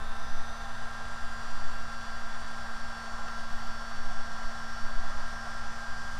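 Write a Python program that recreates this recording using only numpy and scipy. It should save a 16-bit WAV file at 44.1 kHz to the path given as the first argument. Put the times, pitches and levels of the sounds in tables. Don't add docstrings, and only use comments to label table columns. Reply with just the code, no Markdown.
import sys
import numpy as np
from scipy import signal
from scipy.fft import rfft, irfft, next_fast_len
from scipy.io import wavfile

SR = 44100
rng = np.random.default_rng(int(sys.argv[2]) if len(sys.argv) > 2 else 0)


def magnitude_from_level(level_db):
    exponent = np.asarray(level_db, float) / 20
    return 10 ** exponent


def store_wav(level_fs):
    pcm = np.round(np.clip(np.atleast_2d(level_fs), -1, 1) * 32767)
    wavfile.write(sys.argv[1], SR, pcm.T.astype(np.int16))


N = 273327

# t/s, swing away [-1..1], tilt [-1..1], nearness to the panel [-1..1]
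HAND_AIM = [(0.1, 1.0, -0.17, 0.2), (0.5, 0.87, -0.5, -0.1), (1.0, 0.27, 0.3, -0.46),
            (1.45, -0.04, 1.0, -0.48), (2.0, -0.1, 0.85, 0.0), (2.7, -0.08, 0.42, -0.1),
            (3.15, -0.1, 0.0, 0.55), (3.75, -0.15, -0.04, 1.0), (4.15, -0.22, -0.15, 0.45),
            (5.1, -0.27, -0.57, 0.0), (5.7, -0.3, -0.66, -0.7), (6.2, -0.33, -0.52, -0.82)]
# t/s, f/Hz (turns per second)
CRUISE_SPEED = [(0, 228.32), (.8, 228.24), (1.3, 228.1), (2.3, 227.52), (2.8, 227.53), (3.3, 227.72),
                (4.1, 227.82), (4.75, 228.05), (5.3, 228.03), (6.2, 227.93)]
# multiple of shaft speed, level/dB, then dB per unit of swing, tilt, nearness
FAN_TONES = [(1, -53.5, -1.4, -0.1, 1.1), (2, -70.0, 7.3, 1.2, 0.8), (3, -61.5, 2.6, -1.3, 1.0),
             (4, -71.5, 0.1, 0.0, 0.1), (5, -70.6, -0.0, 0.1, 0.1), (6, -49.3, -0.7, -0.1, 1.1),
             (7, -47.6, -3.3, -1.1, -0.4), (8, -63.2, 2.2, 0.9, 0.5), (9, -73.9, 0.5, -0.1, 0.1),
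             (10, -73.2, 4.3, -2.0, -2.1), (11, -73.5, -0.9, 1.1, -2.5), (12, -69.1, 4.3, 4.7, 2.0),
             (13, -69.3, -4.7, 0.1, -0.1), (14, -83.1, -0.3, -0.0, 0.0), (15, -68.7, -2.8, 3.1, 0.9),
             (16, -84.3, 0.3, 0.0, -0.1), (17, -70.7, -0.7, 0.2, 1.0)]
# multiple, level/dB, swing/dB, tilt/dB, nearness/dB
BRUSH_TONES = [(19, -69.0, -7.2, 1.2, 0), (20, -62.5, -2.8, -0.9, 2.8), (21, -66.5, -3.9, 5.5, -4.7),
               (22, -66.7, -1.1, -5.6, 0.8), (23, -70.0, -2.7, -0.5, -0.6), (24, -65.5, -15.5, -1.0, 3.2),
               (25, -67.8, -10.0, 1.1, -0.1), (26, -70.0, 3.9, -6.5, -2.4), (27, -78.8, 1.2, -5.3, -1.5),
               (28, -72.0, 0.0, -0.8, 1.9), (29, -77.0, -0.4, -2.0, 1.9), (30, -76.0, -4.9, -1.9, -2.3),
               (31, -82.0, -8.2, 0.2, -6.3), (32, -72.7, 1.2, 4.3, 2.9), (33, -80.0, -3.2, -5.0, -0.6),
               (36, -79.6, -5.8, -0.5, -3.4), (39, -81.8, 2.3, 0.7, 2.2), (40, -77.2, 2.5, -0.7, 0.7)]
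# multiple, level/dB, swing/dB, tilt/dB, nearness/dB
SEGMENT_TONES = [(41, -84.3, 3.6, 3.3, -1.7), (43, -84.6, 0, 1.8, 2.5), (46, -86.5, 2.5, -1.6, -2.5),
                 (49, -90.3, 5.8, 2.6, -3.7), (52, -92.8, -5.7, 0.4, -6.1), (54, -92.8, -3.0, 4.8, -1.7),
                 (58, -96.7, 8.8, 2.0, -0.8), (59, -95.1, 3.9, -3.6, 0), (60, -86.5, -0.6, -1.2, 2.0),
                 (64, -94.5, 1.2, 4.8, 2.0), (65, -94.5, 5.5, 4.4, 2.2)]
# multiple, level/dB
RASP_FADE_OUT = [(34, -84.0), (44, -88), (48, -98.0), (58, -100.0), (69, -102.5)]
# multiple, level/dB
SUPPLY_RIPPLE_TONES = [(10, -79), (19, -81), (22, -77), (23, -74), (24, -80), (25, -79), (29, -86),
                       (30, -86)]
# f/Hz, level/dB (per Hz)
AIR_COLOUR = [(150, -67), (330, -70), (520, -58), (700, -49.5), (1350, -50), (1850, -58.5), (2300, -71),
              (4500, -67.5), (6000, -71), (6400, -78.5), (8500, -75.5), (11000, -88.5), (13000, -87),
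              (15800, -103)]
# f/Hz, width/Hz, level/dB at the panel, level/dB swung away
BARREL_RESONANCES = [(799, 17, 4.5, 12), (894, 33, -10.5, -4), (1038, 59, 3, 4), (1804, 180, 2, 3),
                     (2220, 24, 4, 4), (3457, 320, 7, -0.5), (3600, 360, -2.5, 11), (4300, 220, -2, -2),
                     (5100, 300, -5.5, -6), (6000, 290, 3.5, 3), (6500, 250, -1.5, -3), (6830, 200, 5.5, 2),
                     (7000, 140, -2, -9), (7430, 250, 3, -1), (8500, 220, -2.5, -3), (10000, 400, 1, 7),
                     (12000, 600, -3, 1), (5040, 120, -1, 0), (5700, 98, -3.5, -6), (7600, 150, -0.5, -3),
                     (9500, 200, -2.5, -2), (12900, 500, -5, -3), (14200, 500, -3, -3)]
# t/s, length/s, level/dB
PANEL_SURGES = [
    (3.25, .25, 1.5),
    (5.15, .2, 1.5),
    (5.5, 0.13, 1.5),
]
# t/s, ring f/Hz, peak level/dB, t60/s
NEARBY_TAPS = [
    (3.283, 1250, -32, 0.03),
    (3.283, 2700, -39, 0.012),
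    (3.284, 3150, -45, 0.012),
    (3.283, 5300, -45, .01),
    (5.468, 700, -35.5, 0.064),
]
# t/s, firing f/Hz, level/dB
ENGINE_NOTE = [
    (0, 78.3, -60),
    (.78, 95, -55.5),
    (1.19, 91.8, -57.5),
    (1.8, 78, -57),
    (2.15, 99.8, -59),
    (2.5, 110, -80),
    (3.4, 110, -69),
    (4.1, 100.6, -63),
    (6.2, 96.4, -58),
]
# f/Hz, level/dB
MACHINE_HUM = [(122, -67.5), (137, -68.5), (146, -66.5), (268, -76.5), (390, -78)]
# t/s, length/s, level/dB
MIC_GUSTS = [
    (.12, 0.26, 6),
    (.33, 0.062, 12),
    (.6, 0.088, 6.5),
    (1.7, 0.31, 4),
    (3.6, .15, 10),
    (4.1, 0.3, 6.5),
    (4.45, .12, 11.5),
    (5.05, 0.38, 10.5),
]
# f/Hz, level/dB (per Hz)
PRESSURE_COLOUR = [(.5, -41), (2.5, 0), (4.5, 4.5), (8, -2.5), (14, -12), (19, -13), (30, -39)]
# f/Hz, level/dB (per Hz)
RUMBLE_COLOUR = [(12, 0.5), (22, 0.5), (32, -7), (48, -3), (70, -7.5), (100, -20), (150, -20.5),
                 (220, -24.5), (330, -31.5), (600, -45.5)]


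def motor(turn, flutter_db, smear, lift_db):
    wake_db, wake_s, wake_multiple, wake_span = -9, 0.15, 23, 5
    mains_ripple_hz = 120
    t = np.arange(N) / SR
    swing, tilt, near = in_time(HAND_AIM)
    waking_db = wake_db * np.exp(-(t / wake_s) ** 2)
    out = np.zeros(N)
    for multiple, level_db, swing_db, tilt_db, near_db in FAN_TONES + BRUSH_TONES + SEGMENT_TONES + rasp():
        beam_db = swing_db * swing + tilt_db * tilt + near_db * near
        wander_db = flutter_db * np.sqrt(multiple / 20) * drift(3.3)
        wake_share = np.exp(-((multiple - wake_multiple) / wake_span) ** 2)
        tone_db = level_db + beam_db + wander_db + waking_db * wake_share + lift_db * multiple / 60
        out += magnitude_from_level(tone_db) * np.sin(multiple * turn + smear * multiple ** 2)
    ripple = 2 * np.pi * mains_ripple_hz * t
    for multiple, level_db in SUPPLY_RIPPLE_TONES:
        phase = multiple * turn + ripple + rng.uniform(0, 2 * np.pi)
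        out += magnitude_from_level(level_db + 2 * flutter_db * drift(1.5)) * np.sin(phase)
    return np.sqrt(2) * out


def shaft_angle():
    spin_up_lag_hz, spin_up_s = 6.2, 0.107
    cruise_hz, = in_time(CRUISE_SPEED)
    age = np.arange(N) / SR / spin_up_s
    shaft_hz = cruise_hz - spin_up_lag_hz * (1 + age) * np.exp(-age)
    return 2 * np.pi * np.cumsum(shaft_hz + 0.042 * drift(7.3))


def rasp():
    first, last, scatter_db = 34, 69, 2.5
    taken = np.array(BRUSH_TONES + SEGMENT_TONES)[:, 0]
    multiples = np.setdiff1d(np.arange(first, last + 1), taken)
    level_db = np.interp(multiples, *np.transpose(RASP_FADE_OUT))
    level_db = level_db + scatter_db * rng.standard_normal(len(multiples))
    no_beam = np.zeros((len(multiples), 3))
    return np.column_stack([multiples, level_db, no_beam]).tolist()


def air(split_hz, patchy_db):
    roar_db, roar_rise_db, roar_rise_s = -46.5, 0.56, 1.3
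    hiss_db = -55
    t = np.arange(N) / SR
    throat_db = roar_db - roar_rise_db * np.exp(-t / roar_rise_s) + swells(PANEL_SURGES)
    away = np.clip(in_time(HAND_AIM)[0], 0, 1)
    spectrum, hz = noise(AIR_COLOUR)
    centre_hz, width_hz, aimed_db, away_db = np.transpose(BARREL_RESONANCES)
    bells = 1 / (1 + (2 * (hz[:, None] - centre_hz) / width_hz) ** 2)
    upper = 1 / (1 + (split_hz / hz) ** 8)
    out = np.zeros(N)
    for share, level_db in ((1 - upper, throat_db), (upper, hiss_db)):
        band = spectrum * np.sqrt(share)
        aimed = rms_one(band * magnitude_from_level(bells @ aimed_db))
        swung = rms_one(band * magnitude_from_level(bells @ away_db))
        gain = magnitude_from_level(level_db + 1.0 + patchy_db * drift(24))
        out += gain * ((1 - away) * aimed + away * swung)
    return out


def taps():
    out = np.zeros(N)
    for start_s, hz, peak_db, t60 in NEARBY_TAPS:
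        age = np.maximum(np.arange(N) / SR - start_s, 0)
        decay_db = np.minimum(60 * age / t60, 200)
        out += magnitude_from_level(peak_db - decay_db) * np.sin(2 * np.pi * hz * age)
    return out


def far_machines(waver_db):
    firing_hz, level_db = in_time(ENGINE_NOTE)
    out = magnitude_from_level(level_db + 1.1 * drift(4)) * np.sin(2 * np.pi * np.cumsum(firing_hz) / SR)
    for hz, hum_db in MACHINE_HUM:
        pitch_hz = hz + 1.147 * drift(1.85)
        out += magnitude_from_level(hum_db + waver_db * drift(3.9)) * np.sin(2 * np.pi * np.cumsum(pitch_hz) / SR)
    return np.sqrt(2) * out


def breeze():
    pressure_db, rumble_db = -30, -45.5
    rumble_follows = 0.15
    gust_db = swells(MIC_GUSTS)
    pressure = magnitude_from_level(pressure_db + gust_db) * rms_one(noise(PRESSURE_COLOUR)[0])
    pressure *= np.minimum(np.arange(N) / SR / 0.03, 1)
    lumps_db = rumble_follows * gust_db + 1.33 * drift(8.6)
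    return pressure + magnitude_from_level(rumble_db + lumps_db) * rms_one(noise(RUMBLE_COLOUR)[0])


def swells(rows):
    t = np.arange(N) / SR
    return sum(rise_db * np.exp(-0.5 * (2 * (t - s) / length) ** 2) for s, length, rise_db in rows)


def in_time(rows):
    s, *columns = np.transpose(rows)
    return [np.interp(np.arange(N) / SR, s, column) for column in columns]


def drift(rate_hz):
    pole = np.exp(-2 * np.pi * rate_hz * 40 / SR)
    chance = rng.standard_normal(N // 40 + 2002)
    slow = signal.lfilter([1], [1, -2 * pole, pole ** 2], chance)[2000:]
    return np.interp(np.arange(N) / 40, np.arange(len(slow)), slow / slow.std())


def noise(colour):
    size = next_fast_len(N)
    hz = np.arange(1, size // 2 + 2) * SR / size
    point_hz, point_db = np.transpose(colour)
    shape_db = np.interp(np.log(hz), np.log(point_hz), point_db, right=-140)
    return rfft(rng.standard_normal(size)) * magnitude_from_level(shape_db), hz


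def rms_one(spectrum):
    x = irfft(spectrum, next_fast_len(N))[:N]
    return x / x.std()


def scene():
    whine = motor(shaft_angle() / SR, flutter_db=1.66, smear=0.7, lift_db=0.5)
    gun = whine + air(split_hz=2283, patchy_db=0.58)
    return (gun + taps() + far_machines(waver_db=3.5) + breeze())[None]


def band_limit(x):
    return signal.sosfilt(signal.butter(12, 15730, fs=SR, output="sos"), x)


def record(dry):
    return band_limit(dry)


dry = scene()
out = record(dry)
store_wav(out)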